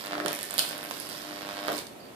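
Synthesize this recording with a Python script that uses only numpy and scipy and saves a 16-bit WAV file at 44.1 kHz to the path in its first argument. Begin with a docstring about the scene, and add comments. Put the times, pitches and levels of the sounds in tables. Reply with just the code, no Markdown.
"""A mains-fed high-voltage arc burns over a circuit board in a small, droning workshop.
From the start it restrikes every half cycle with a push of hot air and a tick: a harsh buzz that hums
in the room and rings the metal case, while the charring board sizzles. Soon the arc flares and pops,
the board cracks and single sparks snap. The arc goes out near the end; a faint squeak follows,
and the room's low drone remains."""
import sys
import numpy as np
from scipy import signal
from scipy.fft import rfft, irfft, next_fast_len
from scipy.io import wavfile
from scipy.ndimage import map_coordinates

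SR = 44100
rng = np.random.default_rng(int(sys.argv[2]) if len(sys.argv) > 2 else 0)


def dump(signal):
    """Clip the signal to [-1, 1] and save it as 16-bit WAV at the path in sys.argv[1]."""
    limited = np.clip(np.atleast_2d(signal).T, -1, 1)
    pcm = np.round(limited * 32767).astype(np.int16)
    wavfile.write(sys.argv[1], SR, pcm)


N = 94815


def amp(db):
    """Decibels to amplitude ratio."""
    return 10 ** (np.asarray(db) / 20)


def unit(x):
    """Normalisation to rms 1."""
    return x / np.sqrt(np.mean(x ** 2) + 1e-20)


def along(points, hz):
    """Interpolation of (frequency_hz, value) points on a logarithmic axis."""
    f, v = np.transpose(points)
    return np.interp(np.log(hz + 1), np.log(f + 1), v)


def at(points, s):
    """Linear interpolation of (time_s, value) points."""
    return np.interp(s, *np.transpose(points))


def wobble(rate_hz):
    """Smooth random modulation: a spline through rate_hz random knots a second."""
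    knots = rng.standard_normal(int(N * rate_hz / SR) + 4)
    return map_coordinates(knots, [np.arange(N) * rate_hz / SR])


def filtered(x, response):
    """Linear filtering: the spectrum is multiplied by a frequency response."""
    size = 2 * next_fast_len(N)
    return irfft(rfft(x, size) * response(np.fft.rfftfreq(size, 1 / SR)), size)[..., :x.shape[-1]]


def coloured(x, points):
    """Minimum-phase filtering through (frequency_hz, gain_db) points."""
    def response(hz):
        cepstrum = irfft(np.log(amp(along(points, hz))))
        cepstrum[1:len(cepstrum) // 2] *= 2
        cepstrum[len(cepstrum) // 2 + 1:] = 0
        return np.exp(rfft(cepstrum))
    return filtered(x, response)


def add(track, start_s, sound):
    """Superposition of a sound on a track."""
    i = int(np.clip(round(start_s * SR), 0, N))
    track[i:i + len(sound)] += sound[:N - i]


def push(width_ms, rebound=0.17, slower=4):
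    """A pressure pulse: brief compression, then a slow, weak rarefaction."""
    u = np.arange(SR // 100) / SR * 1000 / width_ms
    return u * np.exp(1 - u) - rebound * (u / slower) ** 2 * np.exp(1 - u / slower) / 2


def burst(t60_s):
    """A noise transient with exponential decay and a peak near 1."""
    t = np.arange(SR // 40) / SR
    envelope = amp(-60 * t / t60_s) * (1 - np.exp(-20 * t / t60_s)) * 2
    noise = rng.standard_normal(len(t)) * envelope
    return 0.39 * noise * np.linalg.norm(envelope) / np.linalg.norm(noise)


# Strength of the pushes of hot air: time_s, level_db
PUSH_LEVEL = [(0, -36), (.06, -18), (.11, -17), (.2, -39), (.28, -16), (.38, -24.5), (.448, -28),
              (.47, -67), (.502, -21), (.72, -22), (.878, -22), (.892, -54), (1.05, -33.5), (1.25, -25.5),
              (1.6, -19), (1.72, -19), (1.76, -44)]
# Spectral envelope of a push: frequency_hz, gain_db
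PUSH_COLOUR = [(100, -3.5), (300, -2.5), (1400, 0), (2500, -3), (4600, 5.5), (6200, -1)]
# Strength of the restrike ticks: time_s, level_db
TICK_LEVEL = [(0, -25.5), (.06, -19.5), (.1, -29.5), (.25, -33.5), (.27, -17.5), (.44, -17), (.465, -34),
              (.52, -23.5), (.69, -21), (.75, -37), (.87, -22.5), (1.55, -37), (1.68, -27), (1.81, -25)]
# Spectral envelope of a tick: frequency_hz, gain_db
TICK_COLOUR = [(300, -30), (1500, 0.5), (4300, -2), (6500, -6), (10000, 3), (14500, 0)]
STRIKES_HZ, FIRST_STRIKE_S, ARC_OUT_S = 100, .0002, 1.825


def arc(jitter_s=.00009, push_scatter_db=2.5, tick_scatter_db=6.5, tick_lag_s=.0002):
    """Thermal expansion: each half cycle the arc restrikes with a push of hot air and a tick."""
    pushes, ticks = np.zeros(N), np.zeros(N)
    for s in np.arange(FIRST_STRIKE_S, ARC_OUT_S, 1 / STRIKES_HZ):
        polarity_db = -1.5 * np.cos(np.pi * STRIKES_HZ * s)  # one direction of current strikes harder
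        late, strong, sharp, wide = rng.standard_normal(4)
        start_s = s + jitter_s * late
        push_db = at(PUSH_LEVEL, start_s) + polarity_db + push_scatter_db * strong
        tick_db = at(TICK_LEVEL, start_s) + tick_scatter_db * sharp
        add(pushes, start_s, amp(push_db) * push(width_ms=0.077 * np.exp(0.17 * wide)))
        add(ticks, start_s + tick_lag_s, amp(tick_db) * burst(t60_s=0.0018))
    return coloured(pushes, PUSH_COLOUR) + coloured(ticks, TICK_COLOUR)


# Strength of the board's sizzle: time_s, level_db
SIZZLE_LEVEL = [(0, -39.5), (.12, -51.5), (.25, -45.5), (.29, -46.5), (.47, -43), (.69, -40), (.77, -47),
                (.89, -47), (.92, -41), (1.15, -42), (1.43, -46.5), (1.65, -46), (1.79, -37), (1.82, -46)]
# Spectral envelope of a spit: frequency_hz, gain_db
SIZZLE_COLOUR = [(200, -4.5), (1000, 2), (2500, -3), (3600, -2), (4900, 4), (6200, -5.5), (10000, -6.5),
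                 (14500, -6.5)]


def sizzle(spits_per_s=5000, spread_db=5, pulsing_db=5.5, flutter_db=1.0):
    """Shot noise: thousands of tiny spits from the hot board, pulsing with the current."""
    t = np.arange(N) / SR
    spits = (rng.random(N) < spits_per_s / SR) * np.sign(rng.standard_normal(N))
    spits *= amp(spread_db * np.clip(rng.standard_normal(N), -2, 2))
    swing_db = pulsing_db * np.cos(2 * np.pi * STRIKES_HZ * t) + flutter_db * wobble(70)
    return unit(coloured(spits, SIZZLE_COLOUR)) * amp(at(SIZZLE_LEVEL, t) + swing_db) * (t < ARC_OUT_S)


# Multiples of the strike rate that stand in the room: harmonic_number, level_db
HUM_HARMONICS = [(3, 3.5), (4, -6), (6, -3.5), (7, -6.5), (8, -17), (11, -8.5), (12, -12.5), (13, -7.5)]
# Strength of the standing hum: time_s, level_db
HUM_LEVEL = [(0, -56), (.07, -49.5), (.13, -39.5), (.27, -37.5), (.36, -49), (.47, -65), (.55, -53),
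             (.85, -48.5), (1.05, -57), (1.27, -47.5), (1.52, -47), (1.68, -38.5), (1.75, -37),
             (1.82, -58.5)]


def hum(waver_db=1.94, rasp_rad=0.16):
    """Standing waves: low harmonics of the buzz waver in the room, roughened by uneven strikes."""
    track, t = np.zeros(N), np.arange(N) / SR
    for harmonic, level_db in HUM_HARMONICS:
        gain = amp(level_db + waver_db * wobble(14.7))
        phase = 2 * np.pi * (harmonic * STRIKES_HZ * t + rng.random())
        track += gain * np.sin(phase + rasp_rad * wobble(STRIKES_HZ))
    return amp(at(HUM_LEVEL, t)) * track


def unsteady(x, top_hz=1350, notch_hz=7):
    """Comb filtering removes the steady low harmonics, whose echo is the standing hum."""
    def response(hz):
        offset_hz = (hz + STRIKES_HZ / 2) % STRIKES_HZ - STRIKES_HZ / 2
        return 1 - (hz < top_hz) * np.exp(-(offset_hz / notch_hz) ** 2)
    return filtered(x, response)


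# Modes of the sheet-metal case under the board: pitch_hz, level_db, t60_s
CASE_MODES = [(451, -2.5, 0.38), (572.5, -3, 0.49), (688, -3.5, 0.27), (990, -2.5, 0.52)]


def case(pressure, gain_db=-55):
    """Forced vibration: pressure pulses excite the damped modes of the metal case."""
    t = np.arange(SR // 2) / SR
    ring = sum(amp(level_db - 60 * t / t60_s) * np.sin(2 * np.pi * (pitch_hz * t + rng.random()))
               for pitch_hz, level_db, t60_s in CASE_MODES)
    return amp(gain_db) * signal.fftconvolve(pressure, ring)[:N]


# Left-right likeness of diffuse sound: frequency_hz, coherence
COHERENCE = [(30, 0.01), (120, 0.71), (350, 0.59), (700, 0), (1400, 0), (5000, 0.02)]


def diffuse(size):
    """A diffuse field: stereo noise, partly coherent in the bass and incoherent in the treble."""
    def mid_and_side(hz):
        angle = np.arccos(np.clip(along(COHERENCE, hz), -1, 1)) / 2
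        return np.array([np.cos(angle), np.sin(angle)])
    mid, side = filtered(rng.standard_normal((2, size)), mid_and_side)
    return np.array([mid + side, mid - side])


# Spectral envelope of the room's drone: frequency_hz, gain_db
DRONE_COLOUR = [(25, -42), (60, 3.5), (130, 6.5), (250, 5), (700, -1.5), (1200, -12.5), (2600, -15.5),
                (3900, -18), (4500, -21.5), (6000, -24.5), (14500, -24.5)]


def drone(level_db=-43):
    """Ambient noise: a steady, low diffuse field, slightly stronger on the right."""
    balance = amp([[-1], [1]])
    return amp(level_db) * unit(coloured(diffuse(N), DRONE_COLOUR)) * balance


# Reverberation time of the workshop: frequency_hz, t60_s
ROOM_T60 = [(200, 0.52), (1000, 0.3), (4000, 0.34), (14000, 0.4)]
# Spectral envelope of the reverberation: frequency_hz, gain_db
ROOM_COLOUR = [(60, -2), (170, 5.5), (300, -5), (450, -1.5), (680, -5.5), (1100, -2), (1650, 2),
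               (2500, -0.5), (3700, -2), (7000, -1), (14000, -3)]


def room(x, gain_db=-3.5, gap_s=0.0012, tails=8):
    """Reverberation: each frequency decays at its own rate; random tails crossfade into one echo."""
    wet = np.zeros((2, N))
    for k in range(tails):
        hz, t, spectra = signal.stft(diffuse(SR // 2), SR, nperseg=256)
        decay = amp(-60 * t / along(ROOM_T60, hz)[:, None])
        tail = signal.istft(spectra * decay, SR, nperseg=256)[1]
        tail *= np.clip(np.arange(tail.shape[1]) / SR / gap_s - 1, 0, 1)  # wait for the first echo
        tail /= np.linalg.norm(tail[0])
        crossfade = np.sqrt(np.clip(1 - abs(np.linspace(0, tails - 1, N) - k), 0, 1))
        wet += signal.fftconvolve((x * crossfade)[None], tail, axes=1)[:, :N]
    return amp(gain_db) * coloured(wet, ROOM_COLOUR)


# Collapses of the flaring arc: start_s, level_db, rebound_hz, rebound_db
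POPS = [(0.1223, -14, 3800, -44), (0.1324, -14, 1510, -21.5), (0.1413, -20, 3220, -46),
        (0.1531, -17, 1280, -20), (.1724, -27, 690, -28), (.181, -14.5, 814, -23),
        (.2012, -14.5, 1670, -16.5), (.2098, -28, 590, -23.5), (0.2516, -22, 360, -17),
        (0.2615, -6, 425, -22), (.2809, -21, 790, -30), (0.9109, -16, 1000, -27),
        (1.683, -7.5, 1330, -19.5), (1.6903, -15, 526, -18.5), (1.7017, -17, 670, -17),
        (1.7104, -21, 554, -23.5), (1.7193, -28, 1230, -21.5), (1.7301, -17, 344, -22)]


def pops(rise_cycles=0.52, puff_hz=340, puff_db=-7, puff_t60_s=0.045):
    """Damped oscillation: a flare collapses in a rarefaction; its hot gas rebounds with a rough puff."""
    pulses, puffs, t = np.zeros(N), np.zeros(N), np.arange(SR // 2) / SR
    for start_s, level_db, rebound_hz, rebound_db in POPS:
        u = t * rebound_hz / rise_cycles
        rebound = u * np.exp(1 - u) * np.sin(2 * np.pi * rebound_hz * t)
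        add(pulses, start_s, -amp(level_db) * push(width_ms=0.089))
        add(pulses, start_s, -amp(rebound_db) * rebound)
        add(puffs, start_s, amp(rebound_db - 60 * t / puff_t60_s))
    air = unit(filtered(rng.standard_normal(N), lambda hz: 1 / (1 + (2 * hz / puff_hz - 2) ** 2) ** 2))
    return coloured(pulses + amp(puff_db) * puffs * air / 2, PUSH_COLOUR)


# Bits bursting off the board: start_s, level_db, t60_s, pitch_hz
CRACKS = [(0.2819, -8, 0.0065, 5900), (0.5805, -0.5, 0.0062, 13500), (0.5874, -9, .013, 4450),
          (.592, 3.5, 0.0071, 8800), (0.647, -25, 0.003, 7000), (1.767, -23, 0.0059, 9000),
          (1.7802, -15.5, 0.0069, 7440), (1.7887, -16, 0.0048, 4760), (1.868, -25, 0.011, 5500)]
# Spectral envelope of a crack: frequency_hz, gain_db
CRACK_COLOUR = [(150, -4), (1000, -5), (2200, -12), (3300, -5), (4400, 2), (5200, -5.5), (7200, -9),
                (8500, -6.5), (10300, -.5), (11500, -14.5), (13000, -9), (14500, -6)]


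def cracks(gain_db=3, ring_width_hz=1800, ring_db=8.5):
    """Fracture and resonance: each bit bursts off in a snap of noise that rings at its own pitch."""
    track = np.zeros(N)
    for start_s, level_db, t60_s, pitch_hz in CRACKS:
        snap = burst(t60_s)
        ring = signal.lfilter(*signal.iirpeak(pitch_hz, pitch_hz / ring_width_hz, SR), snap)
        add(track, start_s, amp(level_db + gain_db) * (snap + (amp(ring_db) - 1) * ring))
    return coloured(track, CRACK_COLOUR)


# Modes of the circuit board: pitch_hz, level_db, t60_s
BOARD_MODES = [(3830, -3, 0.34), (4000, -8, .22)]


def board(gain_db=-51):
    """Free vibration: every crack leaves the board ringing faintly in its damped modes."""
    track, t = np.zeros(N), np.arange(SR // 2) / SR
    ring = sum(amp(level_db - 60 * t / t60_s) * np.sin(2 * np.pi * pitch_hz * t)
               for pitch_hz, level_db, t60_s in BOARD_MODES)
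    for start_s, crack_db, _, _ in CRACKS:
        add(track, start_s, amp(crack_db + gain_db) * ring)
    return track


# Single sparks above the buzz: start_s, level_db
SPARKS = [(0.3407, -12), (0.3505, -16), (0.39, -11), (0.4396, -16), (0.4516, -12), (0.5087, -4.5),
          (0.6905, -7), (.7802, -13), (0.84, -12), (0.859, -14), (0.9107, -10), (1.0005, -7), (1.6788, -11),
          (1.7186, -15.5)]


def sparks():
    """Electrical breakdown: single sparks jump with a short, bright snap."""
    track = np.zeros(N)
    for start_s, level_db in SPARKS:
        add(track, start_s, amp(level_db) * burst(t60_s=0.0012))
    return coloured(track, TICK_COLOUR)


def squeak(centre_s=1.995, length_s=0.078, pitch_hz=4620, width_hz=300, level_db=-59, flutter_db=5):
    """Amplitude-modulated narrow-band noise: a faint, high scraping squeak that stutters."""
    t = np.arange(N) / SR
    rasp = unit(filtered(rng.standard_normal(N), lambda hz: np.exp(-((hz - pitch_hz) / width_hz) ** 2)))
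    gate = np.clip(10 * (1 - abs(2 * (t - centre_s) / length_s - 1)), 0, 1)
    return amp(level_db + flutter_db * wobble(80)) * rasp * gate


# Response on the left side: frequency_hz, gain_db
LEFT_COLOUR = [(200, 0), (700, 4.5), (1300, -7), (2300, 3.5), (3700, 5.5), (4600, -9), (6200, -9),
               (9000, -5), (14500, -5.5)]


def scene(left_lag_s=0.0002405, left_shade_db=-13):
    """Delay and shadowing: the arc faces the right microphone; the left hears it later and duller."""
    direct = cracks() + arc() + pops() + sizzle() + sparks() + squeak()
    shaded = amp(left_shade_db) * filtered(direct, lambda hz: np.exp(-2j * np.pi * hz * left_lag_s))
    crackle = unsteady(direct)
    left, right = np.array([shaded, direct]) + room(crackle) + hum() + case(crackle) + board()
    return np.array([coloured(left, LEFT_COLOUR), right]) + drone()


def record(dry, ceiling=.68, top_hz=14650):
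    """Band limiting and soft saturation: thinner deep bass, rounded peaks and a steep treble cutoff."""
    thinned = coloured(dry, [(20, -7.0), (80, -15.5), (220, -5.5), (1000, 1)])
    rounded = thinned / (1 + (thinned / ceiling) ** 4) ** .25
    return filtered(rounded, lambda hz: 1 / np.sqrt(1 + (hz / top_hz) ** 200))


dry = scene()
out = record(dry)
dump(out)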